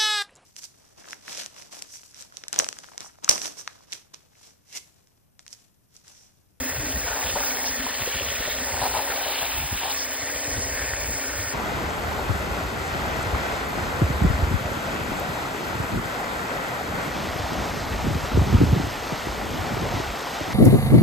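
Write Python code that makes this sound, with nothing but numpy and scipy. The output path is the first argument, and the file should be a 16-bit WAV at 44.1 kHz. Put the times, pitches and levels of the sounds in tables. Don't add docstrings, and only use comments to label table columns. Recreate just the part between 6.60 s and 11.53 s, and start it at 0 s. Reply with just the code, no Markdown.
import sys
import numpy as np
from scipy import signal
from scipy.fft import rfft, irfft, next_fast_len
from scipy.io import wavfile
from scipy.ndimage import uniform_filter1d

SR = 44100
rng = np.random.default_rng(int(sys.argv[2]) if len(sys.argv) > 2 else 0)


def to_wav(sig):
    pcm = np.clip(np.atleast_2d(sig), -1, 1) * 32767
    pcm = np.round(pcm).astype(np.int16)
    wavfile.write(sys.argv[1], SR, pcm.T)


N = 217633
TIME = np.arange(N) / SR
SIZE = next_fast_len(N + SR // 10)

# time_s, hiss_db, mist_db (mist before its flicker and trim)
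NOZZLE_LEVELS = [(0, -34.3, -33.7), (.6, -32.5, -33.2), (.83, -31.7, -31), (1.25, -34.2, -34),
                 (2.1, -32.4, -33.8), (2.7, -35, -31.8), (3.15, -35, -33.6), (3.7, -33.3, -36.6),
                 (4.0, -30.8, -36), (4.25, -33, -38), (4.55, -32.4, -35.2), (4.93, -34.5, -38)]
# time_s, centre_hz
HISS_CENTRE = [(0, 6550), (.7, 6800), (1.0, 5800), (1.3, 7400), (1.6, 6600), (2.3, 8100), (3.1, 8100),
               (3.5, 7200), (4.9, 7300)]
# frequency_hz, level_db_per_hz
HISS_SPECTRUM = [(2000, -31), (3900, -16), (4800, -4), (5700, -.8), (7500, 0), (8700, -1), (10100, -9),
                 (11000, -10.5), (13000, -19)]
# frequency_hz, level_db_per_hz
MIST_SPECTRUM = [(6000, -28), (8800, -15), (10200, -14), (11200, -11.8), (12800, -12.5), (13900, -7.5),
                 (14800, -1.5), (15700, 1.5), (16100, -40)]
# start_s, length_s, level_db
SIZZLES = [(.62, 0.011, -48), (.865, 0.024, -34.5), (1.06, .025, -30.5), (1.5, .42, -50.5),
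           (3.39, 0.036, -32)]
SIZZLE_EDGE_S, SIZZLE_HZ = 0.033, 5530
# start_s, level_db, decay_s
SPITS = [(3.297, -22, .006), (3.306, -24, .006), (3.317, -27.5, .045)]
# frequency_hz, level_db_per_hz
SPIT_SPECTRUM = [(4300, -22), (5900, 0), (7500, -1), (8120, 6), (9400, -4), (11300, -7), (12020, 0),
                 (12700, -9), (15500, 5)]

# time_s, patter_db
ON_LEAVES = [(0, -42), (.4, -42.5), (.7, -37), (1.05, -40.5), (1.3, -36), (1.92, -37), (2.05, -42.5),
             (2.26, -35.5), (2.4, -38.5), (2.8, -33), (3.05, -39), (3.16, -39.5), (3.25, -34.5),
             (3.35, -38), (4.2, -45), (4.93, -44.5)]
# frequency_hz, level_db_per_hz
PATTER_SPECTRUM = [(200, -24), (330, 5.5), (700, 2.5), (1150, 3), (2000, -8), (2550, 1), (3000, 4),
                   (4200, 3.5), (5200, -20), (8000, -9.5), (14000, -18)]
# start_s, length_s, level_db
FLAPS = [(.47, 0.2, -34.5), (.765, 0.041, -30.5), (.8, .3, -38.5), (1.25, 0.096, -44), (2.06, 0.26, -35.5),
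         (2.22, 0.047, -26.5), (2.345, 0.057, -27), (2.42, .44, -35), (2.88, 0.27, -39.5),
         (3.22, 0.1, -32.5)]
# frequency_hz, level_db_per_hz
FLAP_SPECTRUM = [(300, -29.5), (550, -6.5), (780, 1), (920, 0.5), (1080, -8), (1350, -11.5), (2500, -20)]
FLAP_EDGE_S, FLAP_REST_DB = 0.014, -44.5
# start_s, length_s, level_db, pitch_hz
RATTLES = [(0.677, 0.027, -36, 3065), (1.54, 0.06, -38, 2680), (1.688, 0.014, -37, 2804),
           (1.828, 0.1, -38.5, 3440), (2.223, 0.033, -39, 4120), (2.625, 0.045, -37.5, 3140),
           (2.772, 0.039, -40.5, 2770), (2.844, .2, -39.5, 2540), (3.201, 0.1, -38.5, 3050)]
RATTLE_EDGE_S, RATTLE_WIDTH_HZ = 0.032, 1400

# time_s, churning_db
IN_POOL = [(0, -40.5), (.8, -38.5), (1.3, -42.5), (2.3, -37), (2.8, -40), (3.12, -55), (3.35, -42.5),
           (3.9, -37), (4.93, -40)]
# frequency_hz, width_hz
CHURN_MODE = (560, 134)
# frequency_hz, level_db_per_hz
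SPLASH_SPECTRUM = [(200, -28.5), (700, -15.5), (1100, 0), (1260, -5), (1470, 2.5), (1640, 5), (1850, 6),
                   (2150, -1.5), (2550, 2.5), (3200, -12.5), (5000, -38.5)]
SPLASH_DB, SPLASH_FOLLOWS = -38.5, 0.17
# frequency_hz, width_hz, level_db
RING_MODES = [(1800, 75, 0), (1910, 90, -1.5), (2100, 90, -3.5)]
# time_s, level_db
RING_LEVEL = [(0, -41.5), (.65, -45), (1.2, -40), (1.5, -43), (1.9, -41.5), (3.2, -47), (3.6, -40),
              (4.0, -42), (4.27, -38.5), (4.5, -42), (4.93, -41)]
# start_s, length_s, level_db, pitch_hz
SURGES = [(0.47, .095, -35.5, 1460), (0.784, 0.1, -40, 1583), (1.826, 0.028, -36, 1875),
          (2.502, 0.014, -31.5, 1580), (4.165, 0.06, -40, 1770), (4.2, 0.17, -41.5, 1880),
          (4.626, 0.27, -40.5, 1510)]
SURGE_EDGE_S, SURGE_WIDTH_HZ = .025, 270
BUBBLE_RISE = 0.05

# time_s, pitch_hz
HOLLOW_PITCH = [(0, 260), (.3, 276), (1.2, 253), (2.0, 253), (2.7, 272), (4.93, 268)]
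HOLLOW_DB, HOLLOW_FOLLOWS = -48.5, 0.38
# start_s, length_s, level_db
BOOMS = [(.02, 0.062, -36), (.24, 0.071, -38), (1.0, 0.18, -49.5), (1.21, 0.04, -39.5),
         (2.015, 0.013, -40.5), (3.82, 0.37, -50.5), (4.63, 0.087, -44)]
BOOM_EDGE_S = 0.037

# start_s, length_s, level_db
GUSTS = [(0, .03, -37.5), (.12, 0.42, -38.5), (.62, 0.21, -42.5), (1.66, 0.084, -39), (1.9, 0.19, -42.5),
         (2.14, 0.089, -39.5), (2.29, 0.11, -40), (2.5, 0.033, -44), (2.82, 0.19, -46.5), (2.95, .11, -35),
         (3.2, 0.17, -51), (3.88, 0.29, -36), (4.2, 0.37, -36), (4.68, 0.21, -38)]
GUST_EDGE_S, CALM_DB = 0.011, -50
# frequency_hz, level_db_per_hz
RUMBLE_SPECTRUM = [(15, -53.5), (28, -21.5), (42, 1), (62, 11.5), (90, 3.5), (140, -9.5), (200, -21),
                   (400, -27), (1000, -57)]
# centre_s, level_db, length_s, pitch_hz
PUFFS = [(.205, -29.5, .028, 110), (.368, -29, .03, 62), (.665, -34, .025, 65), (.74, -35, .025, 70),
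         (1.115, -38.5, .018, 58), (1.2, -37, .018, 62), (1.422, -29.5, .012, 100), (1.561, -29, .015, 80),
         (1.627, -36, .02, 85), (1.803, -31.5, .016, 62), (2.138, -33, .016, 75), (2.226, -31.5, .013, 106),
         (3.025, -36, .035, 85), (3.129, -25.5, .011, 84), (3.155, -33, .018, 48), (3.632, -36, .014, 100),
         (3.76, -39, .016, 65), (3.985, -29, .03, 92), (4.505, -31.5, .025, 60), (4.806, -32, .022, 90)]
# frequency_hz, level_db_per_hz
PUFF_SPECTRUM = [(25, -15), (55, -6), (115, -1), (190, 1), (380, -8), (600, -18), (1200, -26)]
THUD_DB, RUSH_DB = -12.5, -6
PUFF_FALL = .28

# start_s, level_db (before a common gain), pitch_hz
DROPS = [(.532, -21, 1640), (.786, -21, 1950), (.836, -22, 1650), (.971, -22, 1750), (1.043, -20.5, 1790),
         (1.207, -20.5, 1790), (1.266, -22, 985), (1.309, -21.5, 1700), (1.435, -23, 1890),
         (1.463, -20.5, 2600), (1.5495, -20.5, 2810), (1.589, -19.5, 2850), (1.619, -19.5, 2610),
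         (1.688, -21, 2910), (1.854, -22, 1910), (1.860, -20.5, 2120), (1.902, -21, 3700),
         (1.917, -22, 3510), (1.988, -21.5, 1870), (2.168, -23, 1440), (2.502, -21, 1640),
         (2.638, -22, 3710), (2.788, -20, 2910), (2.810, -18.5, 3235), (3.236, -18.5, 2590),
         (3.622, -21.5, 2000), (3.630, -23, 1920), (4.175, -20.5, 1895), (4.193, -19, 1770),
         (4.212, -22, 1830), (4.243, -22, 1790), (4.278, -22, 1860), (4.336, -15, 1850)]
SNAP_CYCLES = 18
SPRAY_DB, SPRAY_DECAY_S = -16.5, 0.0022
# start_s, level_db, pitch_hz
GULPS = [(.572, -20.5, 818), (.756, -20, 900), (.761, -19, 824), (.761, -22, 540), (.770, -22, 576),
         (1.475, -19, 490), (1.609, -23, 554), (1.876, -21.5, 570), (1.884, -25, 480), (2.215, -23.5, 942),
         (2.224, -20, 834), (2.238, -17.5, 856), (2.272, -18.5, 824), (2.347, -20.5, 840),
         (2.358, -19, 974), (2.368, -17.5, 834), (2.392, -20.5, 813), (2.499, -24, 511),
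         (2.665, -23.5, 694), (2.827, -22.5, 748), (3.236, -23, 877), (3.277, -22, 872)]

# start_s, length_s, level_db (before a common gain)
WALL_SWEEPS = [(1.4, 0.47, -36.5), (2.72, 0.52, -37)]
# frequency_hz, level_db_per_hz
WALL_SPECTRUM = [(400, -10.5), (1300, 10), (2800, 14), (5000, -6.5), (7500, 1.5), (10500, -4.5),
                 (13000, -5), (15500, -3.5), (16500, -24)]
WALL_EDGE_S, WALL_REST_DB = 0.029, -56

# frequency_hz, left_lead_rad
PORT_PHASE = [(30, 0), (300, .3), (690, .6), (1100, 0), (2000, -.25), (2580, -.9), (3100, -.2),
              (3900, -.35), (4740, -1.3), (5080, -1.9), (5300, -np.pi), (13000, -np.pi), (15300, -2.5)]
# frequency_hz, left_minus_right_db
PORT_BALANCE = [(100, 0), (480, .7), (750, 4), (1280, 5.5), (1700, 1), (2900, .3), (3600, 2), (5000, 0)]
# frequency_hz, likeness_0_to_1
PORT_LIKENESS = [(50, .98), (150, .94), (300, .98), (900, .97), (1900, .92), (3200, .86), (4300, .55),
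                 (5000, .7), (5600, 1), (13000, 1), (14500, .8)]
CUTOFF_HZ = 15750


def from_db(db):
    return 10 ** (np.asarray(db) / 20)


def rms_one(x):
    return x / np.sqrt(np.mean(x ** 2) + 1e-20)


def over_time(rows):
    return np.interp(TIME, *np.transpose(rows))


def gains(rows):
    s, *columns = np.transpose(rows)
    return [from_db(np.interp(TIME, s, column)) for column in columns]


def per_bin(points):
    hz, value = np.transpose(points)
    bin_hz = np.arange(SIZE // 2 + 1) * SR / SIZE
    return np.interp(np.log(bin_hz + 1), np.log(hz), value)


def colour(x, spectrum):
    shaped = rfft(x, SIZE) * from_db(per_bin(spectrum))
    return rms_one(irfft(shaped, SIZE)[..., :N])


def drift(rate):
    knots = rng.standard_normal(4000)
    return rms_one(np.interp(TIME * rate, np.arange(len(knots)), knots))


def swells(rows, edge_s, rest_db=-120):
    power = from_db(rest_db) ** 2
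    for start, length, db in rows:
        outside_s = np.abs(TIME - start - length / 2) - length / 2
        power = power + (from_db(db) * np.clip(1 - outside_s / edge_s, 0, 1)) ** 2
    return np.sqrt(power)


def decay_after(s, decay_s):
    return (TIME > s) * np.exp(-np.abs(TIME - s) / decay_s)


def steady(x, window_s):
    size = max(int(window_s * SR), 2)
    power = uniform_filter1d(uniform_filter1d(x * x, size), size)
    return rms_one(x / np.sqrt(np.abs(power) + 1e-3 * np.mean(x * x)))


def impacts(per_s, spread_db, clump_db, clump_rate):
    sizes = from_db(spread_db * np.minimum(rng.exponential(1, (2, N)), 4.5))
    signs = rng.choice([-1, 1], (2, N))
    born = rng.random((2, N)) < per_s / SR
    return sizes * signs * born * from_db(clump_db * drift(clump_rate))


def wall_echoes(x, share, count=4):
    out = x
    for lag_s in np.geomspace(.0009, .0042, count):
        delay_s = lag_s * rng.uniform(0.864, 1.141) * from_db(0.723 * drift(4))
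        echo = np.array([np.interp(TIME - delay_s, TIME, stream) for stream in x])
        out = out + share * echo
    return rms_one(out)


def moving_band(centre_hz, width_hz):
    white = rng.standard_normal((2, N)) + 1j * rng.standard_normal((2, N))
    low_pass = signal.butter(2, width_hz / 2, fs=SR, output="sos")
    carrier = np.exp(2j * np.pi * np.cumsum(centre_hz) / SR)
    return rms_one((signal.sosfilt(low_pass, white) * carrier).real)


def resonate(x, hz, width_hz):
    r = np.exp(-np.pi * width_hz / SR)
    zeros = np.array([1, 0, -1]) * (1 - r * r) / 2
    poles = [1, -2 * r * np.cos(2 * np.pi * hz / SR), r * r]
    return signal.lfilter(zeros, poles, x + 1e-18)


def bubbles(clicks, low_hz, high_hz, cycles):
    pitch = low_hz * (high_hz / low_hz) ** rng.random(N)
    age = np.arange(int(cycles / low_hz * SR)) / SR
    out = np.zeros((2, N + len(age)))
    for stream, i in zip(*np.nonzero(clicks)):
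        life = age * pitch[i] / cycles
        turns = cycles * life * (1 + BUBBLE_RISE * life)
        ring = np.cos(2 * np.pi * turns) * np.exp(-np.log(1000) * life)
        out[stream, i:i + len(age)] += clicks[stream, i] * np.sqrt(pitch[i]) * ring
    return rms_one(out[:, :N])


def nozzle():
    hiss, mist = gains(NOZZLE_LEVELS)
    jet_drops = impacts(per_s=12000, spread_db=3.2, clump_db=.7, clump_rate=30)
    jet = colour(wall_echoes(jet_drops, share=.2), HISS_SPECTRUM)
    sheen = moving_band(over_time(HISS_CENTRE), width_hz=1100) * from_db(-7.5 + 1.5 * drift(14))

    mist_drops = impacts(per_s=9000, spread_db=3.7, clump_db=1.2, clump_rate=45)
    fine = colour(wall_echoes(mist_drops, share=.22), MIST_SPECTRUM)
    flicker = from_db(drift(14) + .4)

    sizzle = swells(SIZZLES, SIZZLE_EDGE_S) * moving_band(np.full(N, SIZZLE_HZ), width_hz=1600)
    spit_gain = sum(from_db(db) * decay_after(s, decay) for s, db, decay in SPITS)
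    spit = spit_gain * colour(rng.standard_normal((2, N)), SPIT_SPECTRUM)
    return hiss * (jet + sheen) + sizzle + mist * flicker * fine + spit


def leaf_rattles():
    hits = impacts(per_s=1500, spread_db=3, clump_db=1.5, clump_rate=90)
    out = 0
    for *event, hz in RATTLES:
        band = resonate(resonate(hits, hz, RATTLE_WIDTH_HZ), hz, RATTLE_WIDTH_HZ)
        out = out + swells([event], RATTLE_EDGE_S) * steady(band, window_s=0.033)
    return out


def leaves():
    tick_drops = impacts(per_s=2400, spread_db=4.2, clump_db=1.5, clump_rate=70)
    ticks = colour(wall_echoes(tick_drops, share=0.3), PATTER_SPECTRUM)
    bubble_drops = impacts(per_s=420, spread_db=2.6, clump_db=2.5, clump_rate=35)
    spatter = bubbles(bubble_drops, low_hz=2200, high_hz=4700, cycles=65)
    patter = steady(from_db(-3.0) * ticks + from_db(-5.0) * spatter, window_s=0.36)

    flap_hits = impacts(per_s=900, spread_db=0.0, clump_db=1.1, clump_rate=90)
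    flap = steady(colour(flap_hits, FLAP_SPECTRUM), window_s=0.088)
    flapping = swells(FLAPS, FLAP_EDGE_S, FLAP_REST_DB) * flap
    return gains(ON_LEAVES)[0] * patter + leaf_rattles() + flapping


def with_churning(db, share):
    churn_db = over_time(IN_POOL)
    return from_db(db + share * (churn_db - churn_db.mean()))


def water():
    slaps = wall_echoes(impacts(per_s=1600, spread_db=2.5, clump_db=1.1, clump_rate=49), share=0.21)
    fizz_drops = impacts(per_s=410, spread_db=4.5, clump_db=-3.0, clump_rate=24)
    fizz = bubbles(fizz_drops, low_hz=1386, high_hz=2452, cycles=79)
    splash_mix = from_db(-3.5) * colour(slaps, SPLASH_SPECTRUM) + from_db(-6.5) * fizz
    splash = with_churning(SPLASH_DB, SPLASH_FOLLOWS) * steady(splash_mix, window_s=0.23)

    knocks = impacts(per_s=860, spread_db=1.6, clump_db=2.4, clump_rate=48)
    modes = 0
    for k, (hz, width, db) in enumerate(RING_MODES):
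        modes = modes + (-1) ** k * from_db(db) * resonate(knocks, hz, width)
    ring = gains(RING_LEVEL)[0] * steady(modes, window_s=0.33)
    surges = 0
    for *event, hz in SURGES:
        band = steady(resonate(knocks, hz, SURGE_WIDTH_HZ), window_s=.04)
        surges = surges + swells([event], SURGE_EDGE_S) * band

    plunges = impacts(per_s=700, spread_db=1.0, clump_db=-0.35, clump_rate=9.8)
    air_mode = rms_one(resonate(plunges, *CHURN_MODE))
    gurgle_drops = impacts(per_s=250, spread_db=3.5, clump_db=-1.0, clump_rate=58)
    gurgle = bubbles(gurgle_drops, low_hz=373.0, high_hz=688, cycles=16.4)
    deep = steady(air_mode + from_db(-4.5) * gurgle, window_s=.1)
    return splash + ring + surges + gains(IN_POOL)[0] * deep


def hollow():
    hum = steady(moving_band(over_time(HOLLOW_PITCH), width_hz=36), window_s=.05)
    hum_gain = with_churning(HOLLOW_DB, HOLLOW_FOLLOWS) * from_db(2.4 * drift(12))
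    return np.hypot(hum_gain, swells(BOOMS, BOOM_EDGE_S)) * hum


def thump(s, length_s, hz):
    age = np.clip((TIME - s) / length_s, -4, 4)
    turns = np.cumsum(hz * np.exp(-PUFF_FALL * age)) / SR
    return np.exp(-age ** 2) * np.sin(2 * np.pi * (turns + rng.random((2, 1))))


def draught():
    gusts = swells(GUSTS, GUST_EDGE_S, CALM_DB)
    buffet = steady(colour(rng.standard_normal((2, N)), RUMBLE_SPECTRUM), window_s=.08)
    thud_hits = impacts(per_s=40, spread_db=1.2, clump_db=1, clump_rate=5)
    thuds = bubbles(thud_hits, low_hz=85, high_hz=165, cycles=6)

    thumps = sum(from_db(db) * thump(s, length, hz) for s, db, length, hz in PUFFS)
    crests = sum(from_db(db) * np.exp(-((TIME - s) / length / .5) ** 2) for s, db, length, hz in PUFFS)
    rush = steady(colour(rng.standard_normal((2, N)), PUFF_SPECTRUM), window_s=.013)
    buffeting = gusts * (from_db(-2.0) * buffet + from_db(THUD_DB) * thuds)
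    return buffeting + thumps + from_db(RUSH_DB) * crests * rush


def plop(s, hz, cycles, rise):
    age = np.clip((TIME - s) * hz / cycles, 0, 2)
    return np.sin(2 * np.pi * cycles * age * (1 + rise * age)) * np.exp(-np.log(1000) * age)


def big_drops():
    snaps = sum(from_db(db + 1.0) * plop(s, hz, cycles=SNAP_CYCLES, rise=0.04) for s, db, hz in DROPS)
    burst_gain = sum(from_db(db + SPRAY_DB) * decay_after(s, SPRAY_DECAY_S) for s, db, hz in DROPS)
    droplets = burst_gain * colour(rng.standard_normal(N), PATTER_SPECTRUM)
    gulps = sum(from_db(db) * plop(s, hz, cycles=17, rise=0.043) for s, db, hz in GULPS)
    return (snaps + droplets + gulps) * np.array([[1], [0]])


def wall():
    cracks = impacts(per_s=700, spread_db=2.8, clump_db=3, clump_rate=45)
    sweep = swells(WALL_SWEEPS, WALL_EDGE_S, WALL_REST_DB)
    return from_db(-2) * sweep * colour(cracks, WALL_SPECTRUM)


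def ports(x):
    direct, scattered = rfft(x, SIZE)
    alike = np.clip(per_bin(PORT_LIKENESS), 0, 1)
    sides = np.array([[1], [-1]])
    pair = np.sqrt((1 + alike) / 2) * direct + sides * np.sqrt((1 - alike) / 2) * scattered
    balance = from_db(sides * per_bin(PORT_BALANCE) / 2)
    phase = np.exp(1j * sides * per_bin(PORT_PHASE) / 2)
    return irfft(pair * balance * phase, SIZE)[:, :N]


def scene():
    spray = nozzle() + leaves() + wall()
    pool = water() + hollow()
    return ports(spray + pool + big_drops() + draught())


def record(dry):
    return signal.sosfilt(signal.ellip(14, .1, 80, CUTOFF_HZ, fs=SR, output="sos"), dry)


dry = scene()
out = record(dry)
to_wav(out)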